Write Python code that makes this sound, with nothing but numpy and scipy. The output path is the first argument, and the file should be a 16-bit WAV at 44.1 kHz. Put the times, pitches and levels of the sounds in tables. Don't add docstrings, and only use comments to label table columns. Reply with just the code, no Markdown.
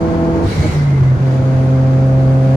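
import sys
import numpy as np
from scipy import signal
from scipy.fft import rfft, irfft, next_fast_len
from scipy.io import wavfile
from scipy.ndimage import uniform_filter1d, map_coordinates

SR = 44100
rng = np.random.default_rng(int(sys.argv[2]) if len(sys.argv) > 2 else 0)


def volts_from_db(level):
    exponent = np.asarray(level, float) / 20
    return 10 ** exponent


def wav_record(signal):
    frames = np.transpose(np.atleast_2d(signal))
    bounded = np.clip(frames, -1, 1)
    quanta = np.round(bounded * 32767).astype(np.int16)
    wavfile.write(sys.argv[1], SR, quanta)


N = 112896
TIME = np.arange(N) / SR
LAG_S = 0.0004


def unit(x):
    return x / np.sqrt(np.mean(x ** 2) + 1e-20)


def along(hz, f, v):
    return np.interp(np.log(hz + 1), np.log(np.asarray(f) + 1), v)


def curves(rows):
    s, *cols = np.transpose(rows)
    return [np.interp(TIME, s, c) for c in cols]


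def wobble(rate_hz):
    knots = rng.standard_normal(int(N * rate_hz / SR) + 4)
    return map_coordinates(knots, [TIME * rate_hz])


def rush(spectrum, patchy_db, peaks=(), lag_s=0):
    # (frequency [Hz], correlation [-1 to 1])
    alike = [(60, 1), (200, .92), (420, 0.74), (700, 0.51), (1000, 0.37), (1400, -0.46), (3100, 1),
             (6800, 0.19)]
    # (frequency [Hz], left minus right [dB])
    lean = [(60, 0.5), (110, -2.5), (200, -1), (380, 0), (700, -2), (1290, 4.5), (2380, -1), (4400, -0.5),
            (8120, -7), (15000, -0.5)]
    z = signal.stft(rng.standard_normal((2, N)), nperseg=512)[2]
    patches = uniform_filter1d(rng.standard_normal(z.shape[1:]), size=6, axis=0)
    patches = uniform_filter1d(patches, size=12, axis=1)
    pair = signal.istft(z * volts_from_db(patchy_db * unit(patches)), nperseg=512)[1][:, :N]

    m = next_fast_len(N + 8192)
    hz = np.fft.rfftfreq(m, 1 / SR)
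    gain_db = along(hz, *np.transpose(spectrum))
    for centre_hz, width_hz, db in peaks:
        gain_db = gain_db + db / (1 + (2 * (hz - centre_hz) / width_hz) ** 2)

    late = (hz > 900) & bool(lag_s)
    direct = 0.35 / (1 + (hz / 2900) ** 8)
    likeness = np.where(late, direct, along(hz, *np.transpose(alike)))
    turn = np.arccos(np.clip(likeness, -1, 1)) / 2
    mid, side = rfft(pair, m) * [np.cos(turn), np.sin(turn)]
    tilt = volts_from_db(along(hz, *np.transpose(lean)) / 2) * np.exp(-1j * np.pi * hz * lag_s * late)
    stereo = np.array([(mid + side) * tilt, (mid - side) / tilt])
    return unit(irfft(volts_from_db(gain_db) * stereo, m)[:, :N])


def engine():
    # (time [s], firing rate [Hz], boom of the firing order [dB], throttle [0-1])
    drive = [(0, 164.4, -12, 0.99), (.45, 165.8, -10.5, 0.99), (.485, 165, -20, 0.34),
             (.55, 160.3, -21.5, 0.5), (.59, 156.4, -10, 0.2), (.66, 154.7, -14.5, 1),
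             (.71, 148.6, -22.5, .1), (.77, 148, -7.5, 0.1), (.95, 136.2, -9, .05),
             (1.08, 129.9, -9.5, 0.3), (1.145, 129, -8.5, .1), (1.18, 130, -20.5, 0.31),
             (1.22, 133, -9.5, 0.67), (1.3, 131.2, -11.5, 0.82), (1.6, 131.5, -10.5, 0.88),
             (2.0, 132, -9.5, 0.93), (2.56, 132.5, -9, 0.97)]
    # (frequency [Hz], level [dB], left minus right [dB], left lead [rad])
    cabin = [(132, -1, -0.7, -0.17), (165, -9, -0.5, 0.68), (250, -11, 3.5, 0.19), (339, -10.5, -3, 0.41),
             (367, -26, -9, 0.96), (550, -12, -1.5, 0.096), (695, -19.5, 3.5, 0.85),
             (837, -31.5, -7.5, -.3), (1033, -46, 1, 0)]
    pulse = [(2, 1.3), (3, 1.4), (4, -.5), (5, 3), (6, 2.6)]
    # (order [firing rate], level at open throttle [dB])
    halves = [(.5, -29.5), (1.5, -29.5), (4.5, -37), (5.5, -38), (6.5, -45)]
    # (frequency [Hz], level [dB per Hz])
    roar_spectrum = [(120, -38), (200, 4), (330, -0.5), (600, -9), (900, -8), (1600, -25.5), (2600, -39),
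                     (6000, -120)]
    hz, boom_db, throttle = curves(drive)
    shut = 1 - throttle
    turn = 2 * np.pi * np.cumsum(hz) / SR + 0.05 * wobble(30)
    f, level_db, lean_db, lead_rad = np.transpose(cabin)
    side = np.array([[0.5], [-0.5]])

    shut_db = -24 * shut
    orders = [(1, 0.0065, boom_db)]
    for k, phase in pulse:
        orders.append((k, phase, -9.5 + shut_db - 6 * (k - 2) * shut))
    tone = 0
    for k, phase, db in orders:
        heard_db = along(k * hz, f, level_db) + side * along(k * hz, f, lean_db)
        gain = volts_from_db(db + heard_db - 0.14 * wobble(25.08))
        tone = tone + gain * np.cos(k * turn + phase + side * along(k * hz, f, lead_rad))

    uneven_db = shut_db + 0.2 * (hz - 165)
    for k, db in halves:
        tone = tone + volts_from_db(uneven_db + db + 2.9 * wobble(19)) * np.cos(k * turn + side * (k - 0.5))

    roar_db = -30 - 7 * shut + 0.2417 * (hz - 132)
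    gate = 1 + 0.18 * np.cos(turn)
    roar = volts_from_db(roar_db) * gate * rush(roar_spectrum, patchy_db=0.7, lag_s=-LAG_S)
    return np.sqrt(2) * tone + roar


def thump():
    start_s, level_db, boom_hz, t60_s, rise_s = 0.465, -1, 98.4, 0.15, 0.007
    t = np.clip(TIME - start_s, 0, None)
    envelope = volts_from_db(level_db - 60 * t / t60_s) * (1 - np.exp(-t / rise_s))
    return envelope * np.sin(2 * np.pi * boom_hz * t)


def valve():
    # (time [s], level [dB], attack [s], hold [s], sag [dB/s], t60 [s])
    vents = [
        (.41, -30, .1, .24, 9, .7),
        (1.25, -45, .03, .04, 10, .3),
    ]
    # (frequency [Hz], level [dB per Hz])
    vent_spectrum = [(150, -33.5), (330, -0.5), (800, -10.5), (2300, -4.5), (2550, -11.5), (5000, -13),
                     (10000, -24), (13600, -39.5)]
    # (frequency [Hz], width [Hz], level [dB])
    pipe = [(3950, 300, 4), (4550, 200, 5), (12200, 400, 1.5), (14800, 700, 16)]
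    # (frequency [Hz], width [Hz], level [dB], rise [s], t60 [s], end [s])
    sings = [(2056, 320, -37, 0.18, 10, 1.17), (2220, 220, -37, 0.18, 6.6, .77),
             (4100, 770, -36.5, .11, 1.3, .8)]
    opening = 0
    for start_s, db, rise_s, hold_s, sag, t60_s in vents:
        held = TIME - start_s - rise_s
        fall_db = sag * np.clip(held, 0, hold_s) + 60 * np.clip(held - hold_s, 0, None) / t60_s
        opening = opening + volts_from_db(db - fall_db) * np.clip((TIME - start_s) / rise_s, 0, 1) ** 0.73
    hiss = opening * volts_from_db(0.7 * wobble(60)) * rush(vent_spectrum, patchy_db=2.2, peaks=pipe, lag_s=LAG_S)

    since = np.clip(TIME - vents[0][0], 0, None)
    for hz, width_hz, db, rise_s, t60_s, end_s in sings:
        rise = np.clip(since / rise_s, 0, 1) ** 2
        stop = np.clip((end_s - TIME) / 0.05, 0, 1)
        shape = rise * stop * volts_from_db(db - 60 * since / t60_s)
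        skirt = [(hz / 4, -120), (hz, 0), (hz * 4, -120)]
        band = rush(skirt, patchy_db=0.0, peaks=[(hz, width_hz, 20)], lag_s=LAG_S)
        hiss = hiss + shape * volts_from_db(1.2 * wobble(20)) * band
    return hiss


def whistle():
    # (time [s], frequency [Hz], level [dB])
    turbine = [
        (1.5, 8600, -78),
        (1.56, 8850, -61),
        (1.66, 9350, -55),
        (1.72, 9700, -72),
        (2.02, 8700, -78),
        (2.07, 8700, -56),
        (2.25, 8760, -56),
        (2.56, 8770, -55),
    ]
    hz, db = curves(turbine)
    phase = 2 * np.pi * np.cumsum(hz + 60 * wobble(60)) / SR
    tone = volts_from_db(db + 1.7 * wobble(30)) * np.sin(phase)
    return tone * volts_from_db([[-10], [0]])


def road():
    # (frequency [Hz], level [dB], phase wander [rad])
    hums = [(37.4, -35, 1.7), (65.2, -33, 0.6), (88.1, -26, 0.58)]
    # (frequency [Hz], level [dB per Hz])
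    rumble_spectrum = [(12, -60), (30, -14.5), (50, -14.5), (65, -9.5), (88, -2.5), (110, -3), (170, -10),
                       (400, -120)]
    # (frequency [Hz], level [dB per Hz])
    body_spectrum = [(100, -35), (170, -0.5), (300, -6), (500, -10.5), (900, -18), (1500, -19.5),
                     (2400, -40), (6000, -120)]
    hum = 0
    for hz, db, wander_rad in hums:
        phase = 2 * np.pi * hz * TIME + wander_rad * wobble(12)
        hum = hum + volts_from_db(db + 1.6 * wobble(9.8)) * np.sin(phase)
    rumble = volts_from_db(-22) * rush(rumble_spectrum, patchy_db=-4.0)
    body = volts_from_db(-23.5) * rush(body_spectrum, patchy_db=0.37)
    return hum + rumble + body


def wind():
    # (frequency [Hz], level [dB per Hz])
    wind_spectrum = [(700, -57.5), (1500, -5.5), (2200, -6.5), (2700, -11), (6500, -19.5), (8000, -28),
                     (10000, -27.5), (13000, -42)]
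    peaks = [(6560, 150, 4), (4570, 160, 4), (12750, 71, 4.8), (14700, 1200, 9)]  # Hz, width Hz, dB
    lull_s, lull_width_s, lull_db = 1.17, 0.06, -3
    lull = lull_db * np.exp(-((TIME - lull_s) / lull_width_s) ** 2)
    gusts_db = 0.34 * wobble(6.2) + 0.47 * wobble(22)
    return volts_from_db(-39.5 + lull + gusts_db) * rush(wind_spectrum, patchy_db=0.63, peaks=peaks, lag_s=LAG_S)


def scene():
    return engine() + thump() + valve() + whistle() + road() + wind()


def low_pass(x):
    return signal.sosfilt(signal.butter(12, 16820, fs=SR, output="sos"), x)


def record(dry):
    soft = dry / (1 + np.abs(dry / 0.64) ** 5) ** (1 / 5)
    start_s, stop_s = 0.012, 0.006
    soft = soft * np.clip(np.minimum(TIME / start_s, TIME[::-1] / stop_s), 0, 1)
    m = next_fast_len(N + 8192)
    passed = np.fft.rfftfreq(m, 1 / SR) < 15520
    band = irfft(rfft(soft, m) * passed, m)[:, :N]
    return low_pass(band)


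dry = scene()
out = record(dry)
wav_record(out)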